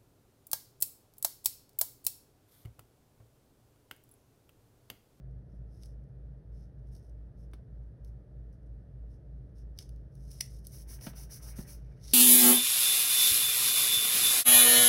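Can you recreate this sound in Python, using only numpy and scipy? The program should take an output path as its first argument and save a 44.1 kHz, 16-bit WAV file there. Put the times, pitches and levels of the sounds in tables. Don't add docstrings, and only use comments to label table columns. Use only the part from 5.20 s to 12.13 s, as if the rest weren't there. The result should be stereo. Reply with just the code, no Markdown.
import sys
import numpy as np
from scipy import signal
from scipy.fft import rfft, irfft, next_fast_len
from scipy.io import wavfile
from scipy.ndimage import uniform_filter1d, map_coordinates

SR = 44100
rng = np.random.default_rng(int(sys.argv[2]) if len(sys.argv) > 2 else 0)


def generate_wav(signal):
    frames = np.transpose(np.atleast_2d(signal))
    scaled = np.clip(frames, -1, 1) * 32767
    pcm = np.round(scaled).astype(np.int16)
    wavfile.write(sys.argv[1], SR, pcm)


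N = 305833

# start in seconds, end in seconds,
# skin hiss in dB and page rustle in dB, both before the trims in smoothing().
STROKES = [(5.518, 5.626, -53.5, -74), (5.685, 5.768, -50, -64), (5.816, 5.9, -48.8, -62),
           (5.96, 6.048, -50, -63.5), (6.11, 6.18, -46.5, -62.5), (6.226, 6.316, -49.5, -63),
           (6.364, 6.436, -51, -64), (6.474, 6.556, -52, -64)]
# start in seconds, end in seconds, level in dB,
# tilt in dB per octave, level of the catches in dB relative to the slide.
SLIDES = [(.29, .39, -85, 0, 2), (.51, .72, -76.5, -1, -8), (.612, .672, -69, -2, 1),
          (1.34, 1.46, -77.5, -3, -8), (1.67, 1.9, -82.5, 0, 4), (1.725, 1.785, -71.5, 1, 7),
          (2.18, 2.25, -78, 0, 2), (2.85, 2.9, -77, 1, -2), (3.325, 3.355, -82, 0, 3),
          (3.9, 3.965, -80.5, -3, -5), (4.362, 4.42, -73, -2, -5), (5.44, 5.52, -66, 2, -3)]
# time in seconds, level in dB, swell time in seconds,
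# time for the crackle to fall 60 dB in seconds.
SNAP = (5.209, -22.7, .0013, .01)
# frequency in Hz, relative level in dB per Hz.
PAGE = [(120, -4), (300, 4), (650, .5), (1000, 1), (1350, -1.5), (1900, 1), (2800, -6), (4500, -18),
        (9000, -40)]
TOP_HZ = 15850


def amp(db):
    return 10 ** (np.asarray(db) / 20)


def unit(x):
    return x / np.sqrt(np.mean(x ** 2) + 1e-20)


def along(points, hz):
    f, v = np.transpose(points)
    return np.interp(np.log(hz + 1), np.log(f + 1), v)


def level(t, rows, column):
    rows = np.asarray(rows)
    return amp(np.interp(t, rows[:, 0], rows[:, column]))


def clock():
    return np.arange(N) / SR


def filtered(x, response):
    n = x.shape[-1]
    m = next_fast_len(n + SR // 8)
    return irfft(rfft(x, m) * response(np.fft.rfftfreq(m, 1 / SR)), m)[..., :n]


def coloured(x, spectrum):
    return unit(filtered(x, lambda hz: amp(along(spectrum, hz))))


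def add(track, s, sound):
    part = track[max(round(s * SR), 0):][:len(sound)]
    part += sound[:len(part)]


def fading_modes(t, modes, after):
    return sum(amp(db - 60 * after / t60) * np.sin(2 * np.pi * (hz * t + rng.random()))
               for hz, db, t60 in modes)


def fibres(size, spiky_db):
    catch = np.repeat(rng.standard_normal(size // 16 + 1), 16)[:size]
    return rng.standard_normal(size) * amp(spiky_db * catch)


def halting(size, depth_db=1.5, rate=110):
    draws = rng.standard_normal(int(size * rate / SR) + 4)
    return amp(depth_db * map_coordinates(draws, [np.arange(size) * rate / SR]))


def contact(t, start, end, rise, fall):
    setting_off = 1 + np.tanh((t - start) / rise)
    stopping = 1 + np.tanh((end - t) / fall)
    return setting_off * stopping / 4


def patchy(x, depth_db):
    z = signal.stft(x, nperseg=512)[2]
    field = uniform_filter1d(rng.standard_normal(z.shape), size=5, axis=0)
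    field = uniform_filter1d(field, size=8, axis=1)
    return unit(signal.istft(z * amp(depth_db * unit(field)), nperseg=512)[1][:len(x)])


def resonant(x):
    # centre in Hz, width in Hz, boost in dB.
    resonances = [(293, 25, 4), (445, 35, 4), (587, 30, 4), (860, 45, 3), (1253, 70, 3), (1850, 120, 2)]

    def boost(hz):
        return amp(sum(db / (1 + (2 * (hz - centre) / width) ** 2) for centre, width, db in resonances))
    return unit(filtered(x, boost))


def spread(pair):
    # frequency in Hz, likeness from 0 to 1.
    likeness = [(120, .99), (300, .9), (550, .2), (1100, .15), (1700, .8), (2700, .3), (5000, .55),
                (7500, .85), (13000, .7)]

    def mid_and_side(hz):
        turn = np.arccos(np.clip(along(likeness, hz), -1, 1)) / 2
        return np.array([np.cos(turn), np.sin(turn)])
    mid, side = filtered(pair, mid_and_side)
    return np.array([mid + side, mid - side])


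def room_tone(rumble_db=-51.6, air_db=-64, in_step=.12):
    # frequency in Hz, level in dB rms.
    hum_tones = [(53.75, -51.7), (56.98, -50), (120, -62)]
    # frequency in Hz, relative level in dB per Hz.
    rumble_colour = [(20, -27), (35, -20), (46, -9), (57, -1.5), (68, -6), (88, -10), (105, -2), (121, -5),
                     (131, 3), (146, -9), (180, -11), (240, -24), (400, -46), (700, -90)]
    # frequency in Hz, relative level in dB per Hz.
    air_colour = [(100, -14), (250, -1.5), (350, -2.5), (450, -3.5), (640, -6.5), (820, -16.5), (1100, -24),
                  (1400, -22), (1800, -24.5), (2200, -33), (4000, -37), (8000, -41), (13000, -44.5),
                  (15000, -54)]
    t = clock() - in_step
    hum = sum(amp(db) * unit(np.cos(2 * np.pi * hz * t)) for hz, db in hum_tones)
    rumble = amp(rumble_db) * coloured(rng.standard_normal((2, N)), rumble_colour)
    air = amp(air_db) * resonant(coloured(rng.standard_normal((2, N)), air_colour))
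    return hum + spread(rumble + air)


def tick(body_db, edge_db, gain_db=26.3, travel=.0009, flutter_db=-2, flutter_t60=.012):
    t = np.arange(SR // 16) / SR
    colour = [(900, body_db - 16), (2200, body_db + 1), (3500, body_db / 2 - 2), (5300, 3),
              (7500, edge_db / 2 - 3), (11000, edge_db - 3), (16000, edge_db - 9)]
    flutter = rng.standard_normal(len(t)) * amp(-60 * t / flutter_t60)
    burst = (t == 0) + amp(flutter_db) * flutter / np.linalg.norm(flutter)

    def through_sheet(hz):
        lag = 2 * np.pi * travel * 2 * np.sqrt(hz * TOP_HZ)
        return amp(along(colour, hz)) * np.exp(-1j * lag)
    return amp(gain_db) * filtered(burst, through_sheet)


def catches(scatter_db=3.5, per_s=45, scratch_db=-9, strays_per_s=3, stray_db=-83):
    t = clock()
    chance = rng.random(N)
    size = amp(scatter_db * np.clip(rng.standard_normal(N), -2, 1))
    sliding = sum(amp(db + catch_db) * (t > start) * (t < end) for start, end, db, _, catch_db in SLIDES)
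    rubbing = sum(amp(db + scratch_db) * (t > start) * (t < end) for start, end, db, _ in STROKES)
    held = amp(stray_db) * (t < SNAP[0])
    caught = (sliding + rubbing) * (chance < per_s / SR)
    stray = held * (chance < strays_per_s / SR)
    return signal.fftconvolve(size * (caught + stray), tick(body_db=-17, edge_db=-1))[:N]


def glide(size, tilt_db, spiky_db=4):
    # frequency in Hz, relative level in dB per Hz before the tilt.
    glossy = [(500, -15), (1500, -16), (3000, -16), (4000, -10.5), (4700, -8), (5300, 2.5), (6100, -.5),
              (7200, -2), (9000, -6), (12500, -7), (15800, -16)]
    colour = [(hz, db + tilt_db * np.log2(max(hz, 3000))) for hz, db in glossy]
    return coloured(fibres(size, spiky_db), colour) * halting(size)


def slides(ease=.22, longest_ease=.03):
    out = np.zeros(N)
    margin = .12
    for start, end, db, tilt_db, _ in SLIDES:
        t = start - margin + np.arange(SR // 2) / SR
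        edge = min(ease * (end - start) + .004, longest_ease)
        add(out, t[0], amp(db) * glide(len(t), tilt_db) * contact(t, start, end, edge, edge))
    return out


def ticks(lead=.0009):
    # time in seconds, level in dB before the gain in tick(), body in dB, edge in dB.
    sharp_ticks = [(0.6342, -56, -10, -3), (0.6582, -64, -10, 7), (1.7494, -65, -20, -1),
                   (1.7653, -62, -24, -3), (2.8471, -65, -14, 1), (4.5769, -60, -22, -7),
                   (4.588, -37.5, -12, -7), (4.692, -61, -8, 0), (4.7614, -72, -20, -1),
                   (4.9532, -71, -13, 8), (5.1148, -55, -17, 4), (5.45, -58, -16, 1),
                   (5.4694, -52, -16, 12), (5.8112, -58, -3, 0)]
    out = np.zeros(N)
    for s, db, body_db, edge_db in sharp_ticks:
        add(out, s - lead, amp(db) * tick(body_db, edge_db))
    return out


def bumps(fall=.0125, arrival=.0095, width=.0048, slap_t60=.026, rustle_db=-15, rustle_t60=.13):
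    # time in seconds, thud level in dB, first pitch in Hz,
    # slap level in dB before a 4 dB lift, slap rise in seconds, slap tilt in dB per octave.
    hits = [(2.3342, -50, 340, -55.5, .0005, 1.2), (5.8655, -33.5, 280, -36, .004, -.9),
            (5.932, -54, 280, -51, .003, -2.5), (6.385, -32, 270, -42, .003, -4.3)]
    # frequency in Hz, relative level in dB per Hz before the tilt.
    slap_colour = [(100, -1), (250, 3), (450, 4), (1000, 1), (2000, -4), (4500, -7), (7000, -12),
                   (15000, -18)]
    # pitch in Hz, level in dB relative to the thud,
    # time to fall 60 dB in seconds.
    table_modes = [(178, -17, .14), (325, -12, .1), (368, -12, .11), (490, -18, .08)]
    out, t = np.zeros(N), np.arange(SR // 6) / SR
    for s, thud_db, first_hz, slap_db, rise, tilt_db in hits:
        pitch = first_hz / (1 + (t / fall) ** 3)
        swell = np.exp(-((t - arrival) / width) ** 2 / 2)
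        thud = swell * np.sin(2 * np.pi * np.cumsum(pitch) / SR)
        ring = fading_modes(t, table_modes, after=t) * (1 - np.exp(-t / arrival))
        fade = amp(-60 * t / slap_t60) + amp(rustle_db - 60 * t / rustle_t60)
        colour = [(hz, db + tilt_db * np.log2(hz)) for hz, db in slap_colour]
        slap = coloured(rng.standard_normal(len(t)), colour) * (1 - np.exp(-t / rise)) * fade
        add(out, s, amp(thud_db) * (thud + ring) + amp(slap_db + 4) * slap)
    return out


def peeling(drag_db=1, settle_db=-21, settle_t60=.7):
    # time of the fastest slip in seconds, level in dB,
    # swell time in seconds, time to fall 60 dB in seconds.
    s, db, swell, t60 = (4.606, -53, .012, .11)
    # time in seconds,
    # level in dB before drag_db is added.
    drag_curves = [
        [(4.9, -93), (4.948, -79), (5.1, -69), (5.11, -57), (5.195, -64)],
        [(5.245, -59), (5.281, -67), (5.389, -68), (5.413, -82), (5.43, -79)],
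    ]
    out, t = np.zeros(N), np.arange(-SR // 8, SR) / SR
    after, rows = np.maximum(t, 0), np.concatenate(drag_curves)
    fade = amp(-60 * after / t60) + amp(settle_db - 60 * after / settle_t60)
    slip = amp(db) * np.exp(np.minimum(t, 0) / swell) * fade
    dragging = (s + t > rows[0, 0]) * (s + t < rows[-1, 0])
    drag = amp(drag_db) * level(s + t, rows, column=1) * dragging
    add(out, s + t[0], slip * glide(len(t), tilt_db=-2.5) + drag * glide(len(t), tilt_db=1.3))
    return out


def snap(ring_db=-8, flutter_db=-23, flutter_t60=.1):
    # pitch in Hz, level in dB before ring_db is added,
    # time to fall 60 dB in seconds.
    sheet_modes = [(2005, -12, .02), (2278, -11, .02), (4205, -16, .03), (5140, -4, .016), (5885, -5, .022),
                   (6720, -9, .016), (8230, -12, .02), (9650, -11, .02), (11600, -12, .02)]
    # frequency in Hz, relative level in dB per Hz.
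    crackle_colour = [(500, -25), (1000, -19), (1700, -18), (2100, -4), (2600, -8), (3100, -11),
                      (4300, -7.5), (5150, 3.5), (6200, 0), (7300, -3), (9000, -5), (12500, -4),
                      (15800, -12)]
    s, db, swell, crackle_t60 = SNAP
    out, t = np.zeros(N), np.arange(-SR // 50, SR // 5) / SR
    rise, after = np.exp(np.minimum(t, 0) / swell), np.maximum(t, 0)
    fade = amp(-60 * after / crackle_t60) + amp(flutter_db - 60 * after / flutter_t60)
    crackle = coloured(rng.standard_normal(len(t)), crackle_colour) * fade
    ring = fading_modes(t, sheet_modes, after)
    add(out, s + t[0], amp(db) * rise * (crackle + amp(ring_db) * ring))
    return out


def smoothing(page_rise=.026, page_fall=.044, skin_db=0, rustle_db=.7):
    # frequency in Hz, relative level in dB per Hz.
    skin_colour = [(1000, -26), (2600, -18), (3700, -15), (4400, -9.5), (5100, -2.5), (5800, 3.5),
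                   (6900, -2), (8500, -4), (10500, -1.5), (13000, .5), (15800, -3.5)]
    out, t = np.zeros(N), np.arange(5 * SR, N) / SR
    speed = np.array([contact(t, start, end, rise=.012, fall=.02) for start, end, _, _ in STROKES])
    drag = np.array([contact(t, start, end, page_rise, page_fall) for start, end, _, _ in STROKES])
    _, _, hiss_db, page_db = np.transpose(STROKES)
    size = len(t)
    hiss = amp(hiss_db + skin_db) @ speed
    hiss = hiss * patchy(coloured(fibres(size, spiky_db=2.2), skin_colour), depth_db=1.1)
    hiss = hiss * halting(size, depth_db=.7, rate=160)
    page = amp(page_db + rustle_db) @ drag
    page = page * patchy(resonant(coloured(fibres(size, spiky_db=3), PAGE)), depth_db=2.6)
    page = page * halting(size, depth_db=2.2, rate=120)
    add(out, t[0], (hiss + page) * halting(size, depth_db=1.3, rate=35))
    return out


def leaving(palm_db=.5, page_db=-1):
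    # time in seconds, skin level in dB before palm_db is added,
    # page level in dB before page_db is added.
    sweep = [(6.58, -75, -79), (6.614, -83, -80), (6.79, -80, -76), (6.82, -68, -80), (6.846, -56, -74),
             (6.925, -50, -68)]
    # frequency in Hz, relative level in dB per Hz.
    palm_colour = [(1000, -22), (2800, -17), (3800, -7), (4800, -3), (5700, 3), (7200, -3), (9000, -8),
                   (12500, -8), (15800, -15)]
    out, size = np.zeros(N), SR // 2
    t = sweep[0][0] + np.arange(size) / SR
    palm = amp(palm_db) * level(t, sweep, column=1) * coloured(fibres(size, spiky_db=4), palm_colour)
    rustle = patchy(coloured(fibres(size, spiky_db=5), PAGE), depth_db=2.6)
    page = amp(page_db) * level(t, sweep, column=2) * rustle
    add(out, t[0], (palm + page) * halting(size))
    return out


def walls(x):
    # frequency in Hz, time for the echo to fall 60 dB in seconds.
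    decay = [(200, .3), (2000, .26), (6000, .24), (14000, .17)]
    hz, t, z = signal.stft(rng.standard_normal((2, SR // 3)), SR, nperseg=256)
    fade = amp(-60 * t / along(decay, hz)[:, None])
    tail = spread(signal.istft(z * fade, SR, nperseg=256)[1])
    late = np.pad(x, (SR // 300, 0))
    return signal.fftconvolve(late[None], tail / np.linalg.norm(tail[0]), axes=1)[:, :N]


def scene(wet_db=-12.5):
    # delay in seconds, level in dB.
    echoes = [(.00135, -13), (.0031, -17), (.0068, -21)]
    paper = smoothing() + slides() + peeling() + leaving() + ticks() + catches() + snap() + bumps()

    def reflections(hz):
        return 1 + sum(amp(db) * np.exp(-2j * np.pi * hz * delay) for delay, db in echoes)
    near = filtered(paper, reflections)
    return near + amp(wet_db) * walls(paper) + room_tone()


def record(dry):
    # frequency in Hz, left minus right in dB.
    lean = [(60, 0.0), (110, -1.5), (200, -3.0), (380, -6.5), (700, -6.0), (1290, 0.0), (2380, -0.5),
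            (4400, 0.0), (8120, 0.0), (15000, 0.0)]
    # frequency in Hz, lead of the left in radians.
    ports = [(0, 0), (200, -.2), (380, -.5), (700, 1.5), (1200, 0), (3000, .5), (5200, .2), (7200, 3.14),
             (9900, 6.2), (11000, 6.3), (13300, 9.4), (16000, 11.8)]

    def response(hz):
        half = np.array([[.5], [-.5]])
        lead = np.interp(hz, *np.transpose(ports))
        band = 1 / (1 + (hz / TOP_HZ) ** 200)
        return amp(half * along(lean, hz)) * np.exp(1j * half * lead) * band
    return filtered(dry, response)


dry = scene()
out = record(dry)
generate_wav(out)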